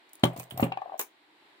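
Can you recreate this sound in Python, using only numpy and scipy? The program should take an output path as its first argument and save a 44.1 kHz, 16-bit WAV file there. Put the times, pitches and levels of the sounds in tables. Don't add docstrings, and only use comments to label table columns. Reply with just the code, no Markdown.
import sys
import numpy as np
from scipy import signal
from scipy.fft import rfft, irfft
from scipy.io import wavfile
from scipy.ndimage import uniform_filter1d

SR = 44100
rng = np.random.default_rng(int(sys.argv[2]) if len(sys.argv) > 2 else 0)


def wrap_up_sound(samples):
    columns = np.atleast_2d(samples).T
    tamed = np.clip(columns, -1, 1)
    steps = np.round(tamed * 32767).astype(np.int16)
    wavfile.write(sys.argv[1], SR, steps)


N = 70560
T = np.arange(int(.4 * SR)) / SR
TICK_RISE_S = .0006


def coin_ticks(rattle_decay_s=0.02, patchy_db=4.5):
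    # start_s, level_db, decay_s, pan_db, tilt_db_per_octave, rattle_db (re tick), kind
    contacts = [(0.0922, -60.5, 0.0045, -1, -4, -21, "heap"), (.1325, -39, 0.0019, 2, 2, -19, "heap"),
                (0.154, -43, 0.0017, -1, -1.5, -26, "heap"), (0.1957, -54.5, 0.0014, 2, -8, -6, "heap"),
                (0.2335, -41.5, 0.0013, -11, -3.5, -6, "heap"),
                (0.2406, -22.5, 0.0021, -3.5, -4.5, -25.5, "heap"),
                (0.2533, -39, 0.0031, 14, -0.5, -16, "heap"), (0.333, -56, .0015, -4, 1, -8, "heap"),
                (0.3628, -49.5, 0.0099, -8, -6, -12, "heap"),
                (0.3752, -40.5, 0.0032, -3, -2.5, -11.5, "heap"), (.391, -39, 0.0018, -4, 6, -11, "heap"),
                (0.3966, -33, 0.0042, -3.5, 2.5, -17, "heap"), (0.4225, -46, 0.0033, 10, 6, -18, "heap"),
                (0.4301, -51, 0.0031, -17, -8.5, -18, "heap"), (0.438, -44.5, 0.0027, 0, 0, -24, "heap"),
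                (0.501, -51, 0.0022, -5, 3, -14.5, "heap"), (.5078, -40.5, 0.0028, -3, 4.5, -8.5, "heap"),
                (.575, -41, 0.0058, -0.5, -4, -13, "heap"), (.604, -31, 0.0031, -2, 7.5, -19, "heap"),
                (0.6138, -44.5, 0.006, -6, 1, -3, "heap"), (0.6395, -35.5, 0.0074, 0, 7, -24, "heap"),
                (0.9778, -52.5, 0.009, 0.5, 0, -3, "loose"), (0.9931, -23, 0.0018, -2, 0.5, -17, "loose"),
                (0.9973, -25.5, 0.00067, -1, 0, -14, "loose"),
                (1.002, -33.5, 0.0058, -3.5, 9, -14.5, "loose"),
                (1.0126, -25.5, 0.0021, 2, -0.5, -17, "loose"),
                (1.025, -37.5, 0.0027, 11.5, -0.5, -14.5, "loose")]
    spectra = {"heap": [(1500, -17.5), (3500, -9.5), (5200, -9.5), (7000, -3), (8600, 0), (9800, -4),
               (11600, -3.5), (12700, -6.5), (14000, -2.5), (15500, 2), (16500, -9)],
               "loose": [(1500, -25.5), (3600, -13), (5000, -16.5), (6100, -1), (7000, -2), (7800, -6),
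               (8600, 2), (9600, -15.5), (10400, -1), (11300, -10.5), (12200, -10), (12900, -14),
               (13500, -7), (14300, 2.5), (15000, 2), (16500, -3)]}
    out = np.zeros((2, N))
    for start_s, level_db, decay_s, pan_db, tilt, rattle_db, kind in contacts:
        colour = [(hz, db + tilt * np.log2(hz / 10000)) for hz, db in spectra[kind]]
        tick = burst(colour, TICK_RISE_S, decay_s, patchy_db)
        rattle = burst(colour, decay_s, rattle_decay_s, patchy_db)
        add(out, start_s, amp(level_db) * (tick + amp(rattle_db) * rattle), pan_db)
    return out


def coin_rings():
    # start_s, level_db, pan_db, coin
    strikes = [(.575, -39, -4, "thick"), (.604, -38, -4, "thick"), (.6135, -40, -4, "thick"),
               (.9935, -31, 4, "thin"), (1.001, -38, 4, "thin")]
    # pitch_hz, level_db, t60_s
    thick = [(13340, 0, .15), (13470, -6, .09), (13900, -12, .09)]
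    thin = [(7004, -1, .035), (8613, -7, .045), (12183, 0, .1), (12365, -5, .09), (13430, 0, .065),
            (14690, -4, .08), (14880, -2, .085)]
    out = np.zeros((2, N))
    for start_s, level_db, pan_db, coin in strikes:
        ringing = ring(thick if coin == "thick" else thin, TICK_RISE_S, scatter_turns=0.99)
        add(out, start_s, amp(level_db) * ringing, pan_db)
    return out


def coin_slaps(rise_s=0.00076, bandwidth_share=.13):
    # start_s, level_db, decay_s, resonance_hz, resonance_db (re slap), pan_db
    landings = [(.2361, -18.5, 0.0037, 3280, 2.5, 5.5), (0.25, -35, 0.01, 3240, -12, 0),
                (.364, -50.5, 0.019, 2520, -13, 7), (.398, -43.5, 0.0097, 2520, -5, 0),
                (0.5084, -42.5, 0.0052, 3360, 3.5, -8.5), (0.5761, -49, 0.0025, 5700, 5.5, -11),
                (0.598, -36.5, 0.009, 1770, -1.5, 2.5), (.6275, -28.5, 0.0096, 2740, -2, 4.5),
                (0.7211, -35, 0.0044, 2670, 2, 3), (.773, -35.5, 0.0021, 2540, -7, 0.5),
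                (0.817, -52.5, 0.0052, 2580, -24, 20.5), (0.9942, -29, 0.0082, 6100, -9, 1),
                (1.013, -41.5, 0.014, 2270, -11, 3.5)]
    # frequency_hz, density_db
    colour = [(50, -36.5), (200, -13), (500, 4), (1000, 8), (1600, -3.5), (2600, -1.5), (4200, -9),
              (5500, -21.5), (9000, -29.5), (16000, -44)]
    out = np.zeros((2, N))
    for start_s, level_db, decay_s, resonance_hz, resonance_db, pan_db in landings:
        slap = burst(colour, rise_s, decay_s)
        resonator = signal.iirpeak(resonance_hz, 1 / bandwidth_share, SR)
        body = signal.lfilter(*resonator, burst(colour, rise_s, decay_s)[0])
        body = amp(resonance_db) * body * slap.std() / body.std()
        wide_body = np.array([body, -body])
        add(out, start_s, amp(level_db) * (slap + wide_body), pan_db)
    return out


def table_thumps(low_cut_hz=122):
    # start_s, level_db, tilt_db_per_octave
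    blows = [(0.2354, -12, 0), (0.2509, -34, 11.5), (0.3614, -41.5, 1), (.385, -42.5, -11.5),
             (.522, -50, -16.5), (0.544, -49.5, -18.5), (.575, -43.5, -11.5), (0.599, -42.5, -17),
             (.626, -16, -3), (0.6302, -23, 4)]
    # pitch_hz, level_db, t60_s
    table_modes = [(99, -14.5, 0.069), (124.6, -6.5, .25), (170.4, -9.5, 0.2), (227.2, -0.5, 0.037),
                   (272.5, -2, 0.054), (361, -8, 0.087), (556, -3, .06), (834, -5.5, 0.018),
                   (1131, -14, 0.035)]
    out = np.zeros((2, N))
    for start_s, level_db, tilt in blows:
        modes = [(hz, db + tilt * np.log2(hz / 250), t60_s) for hz, db, t60_s in table_modes]
        boom = ring(modes, rise_s=0.00068, lag_s=0.00028, hold_s=0.00077)
        add(out, start_s, amp(level_db) * boom)
    return signal.sosfilt(signal.butter(3, low_cut_hz, "high", fs=SR, output="sos"), out)


def rocking_coin():
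    # start_s, level_db, pitch_hz, rise_s, t60_s
    knocks = [(.2349, -17, 696, 0.00037, 0.022), (.336, -43, 704, 0.002, 0.024),
              (.3632, -37, 686, 0.00052, 0.091), (.399, -58, 756, 0.0027, 0.045),
              (.5752, -30, 720, .001, 0.039), (.5965, -18.5, 735, 0.00053, 0.023),
              (0.7197, -24, 786, 0.00046, 0.048), (.7715, -23, 790.5, 0.0023, 0.038),
              (.8165, -26, 792, 0.003, 0.045), (.8575, -30.5, 705, 0.0021, 0.035),
              (.876, -40, 760, 0.00067, 0.044), (.8945, -34, 800, 0.0025, .028),
              (.9198, -31, 777, 0.0013, 0.043), (.939, -28, 690, 0.0049, 0.015),
              (.951, -40.5, 740, 0.0023, 0.058), (.961, -66, 740, 0.0016, 0.1)]
    # pitch_ratio, level_db, t60_share
    knock_modes = [(1, 0, 0.97), (1.41, -11, .8), (1.1, -22, 1), (2.25, -23.5, 1)]
    out = np.zeros((2, N))
    for start_s, level_db, pitch_hz, rise_s, t60_s in knocks:
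        modes = [(pitch_hz * ratio, db, t60_s * share) for ratio, db, share in knock_modes]
        knock = ring(modes, rise_s, lag_s=.00023, hold_s=0.0004)
        add(out, start_s, amp(level_db) * knock, pan_db=5.5)
    return out


def paper_slide(uneven_db=3):
    # time_s, level_db
    swell = [(.22, -80), (.3, -46.5), (.37, -52.5), (.43, -59), (.48, -62.5), (.55, -54.5), (.66, -40.5),
             (.75, -60.5), (.95, -53), (1.08, -103)]
    # frequency_hz, density_db
    colour = [(60, -30), (130, -19.5), (350, 3.5), (700, 13.5), (1400, -5.5), (3000, -7), (5500, -49.5),
              (16000, -28)]
    grip = uniform_filter1d(rng.standard_normal(N), 300)
    return noise(colour, N) * envelope(swell) * amp(uneven_db * grip / grip.std())


def room_tail(direct, gap_s=.004):
    # frequency_hz, level_db
    reflected = [(100, -21.5), (300, -3), (750, -4), (2000, -4), (4000, -6.5), (8000, -14), (15000, -11)]
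    # frequency_hz, t60_s
    decay_times = [(100, 0.11), (400, 0.16), (1000, 0.15), (3500, 0.1), (8000, .18), (16000, 0.11)]
    white = noise([(1, 0), (SR, 0)], len(T))
    hz, t, bands = signal.stft(white, SR, nperseg=256)
    decay_rate = np.log(1000) / at_hz(decay_times, hz)[:, None]
    bands = bands * np.exp(-decay_rate * t) * np.sqrt(2 * decay_rate / SR)
    bands *= amp(at_hz(reflected, hz))[:, None]
    tail = signal.istft(bands, SR, nperseg=256)[1][:, :len(T)]
    tail *= np.clip(T / gap_s - 1, 0, 1)
    return signal.fftconvolve(direct, tail, axes=1)[:, :N]


def room_tone():
    # frequency_hz, density_db
    colour = [(18, -76.5), (30, -31.5), (189, -13), (252, -7), (303, 4), (526, -8), (780, -1), (962, -0.5),
              (1250, -6), (2010, -2), (2610, -7), (3980, -6.5), (6210, -28), (7270, -23), (16000, -32.5)]
    # time_s, level_db
    drift = [(0, -61.5), (.2, -60.5), (1.1, -63.5), (1.3, -63), (1.5, -59.5), (1.6, -61)]
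    return noise(colour, N) * envelope(drift)


def noise(colour, size, patchy_db=0):
    # frequency_hz, correlation (-1..1)
    likeness = [(60, 1), (300, 0.89), (750, 0.27), (1600, -0.13), (3200, 0.074), (7000, -0.13), (16000, 0)]
    hz = np.fft.rfftfreq(size, 1 / SR)
    left, unrelated = rfft(rng.standard_normal((2, size)))
    patches = uniform_filter1d(rng.standard_normal(len(hz)), size=240)
    correlation = np.clip(at_hz(likeness, hz), -1, 1)
    right = correlation * left + np.sqrt(1 - correlation ** 2) * unrelated
    gain = amp(at_hz(colour, hz) + patchy_db * patches / patches.std())
    stereo = irfft(np.array([left, right]) * gain, size)
    return stereo / stereo.std()


def burst(colour, rise_s, decay_s, patchy_db=0):
    fall = np.exp(-np.maximum(T - rise_s, 0) / decay_s)
    return noise(colour, len(T), patchy_db) * np.minimum(T / rise_s, 1) * fall


def ring(modes, rise_s, lag_s=0, scatter_turns=0, hold_s=0):
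    t = np.maximum(T - np.array([[0], [lag_s]]), 0)
    out = 0
    for hz, db, t60_s in modes:
        turns = hz * t + scatter_turns * rng.random((2, 1))
        fall = np.exp(-np.log(1000) * np.maximum(t - rise_s - hold_s, 0) / t60_s)
        out = out + amp(db) * fall * np.sin(2 * np.pi * turns)
    return out * np.minimum(t / rise_s, 1)


def amp(db):
    return 10 ** (np.asarray(db) / 20)


def at_hz(points, hz):
    point_hz, value = np.transpose(points)
    return np.interp(np.log(hz + 1), np.log(point_hz + 1), value)


def envelope(points):
    return amp(np.interp(np.arange(N) / SR, *np.transpose(points)))


def add(mix, start_s, sound, pan_db=0):
    part = mix[:, max(round(start_s * SR), 0):][:, :sound.shape[1]]
    part += sound[:, :part.shape[1]] * amp([[pan_db / 2], [-pan_db / 2]])


def scene(table_send_db=-1):
    coins = coin_ticks() + coin_slaps() + rocking_coin()
    table = table_thumps()
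    reflections = room_tail(coins + amp(table_send_db) * table)
    return coins + coin_rings() + table + reflections + paper_slide() + room_tone()


def record(dry, edge_hz=15900):
    taps = signal.firwin(255, edge_hz, window=("kaiser", 9), fs=SR)
    return signal.oaconvolve(dry, taps[None], "same")


dry = scene()
out = record(dry)
wrap_up_sound(out)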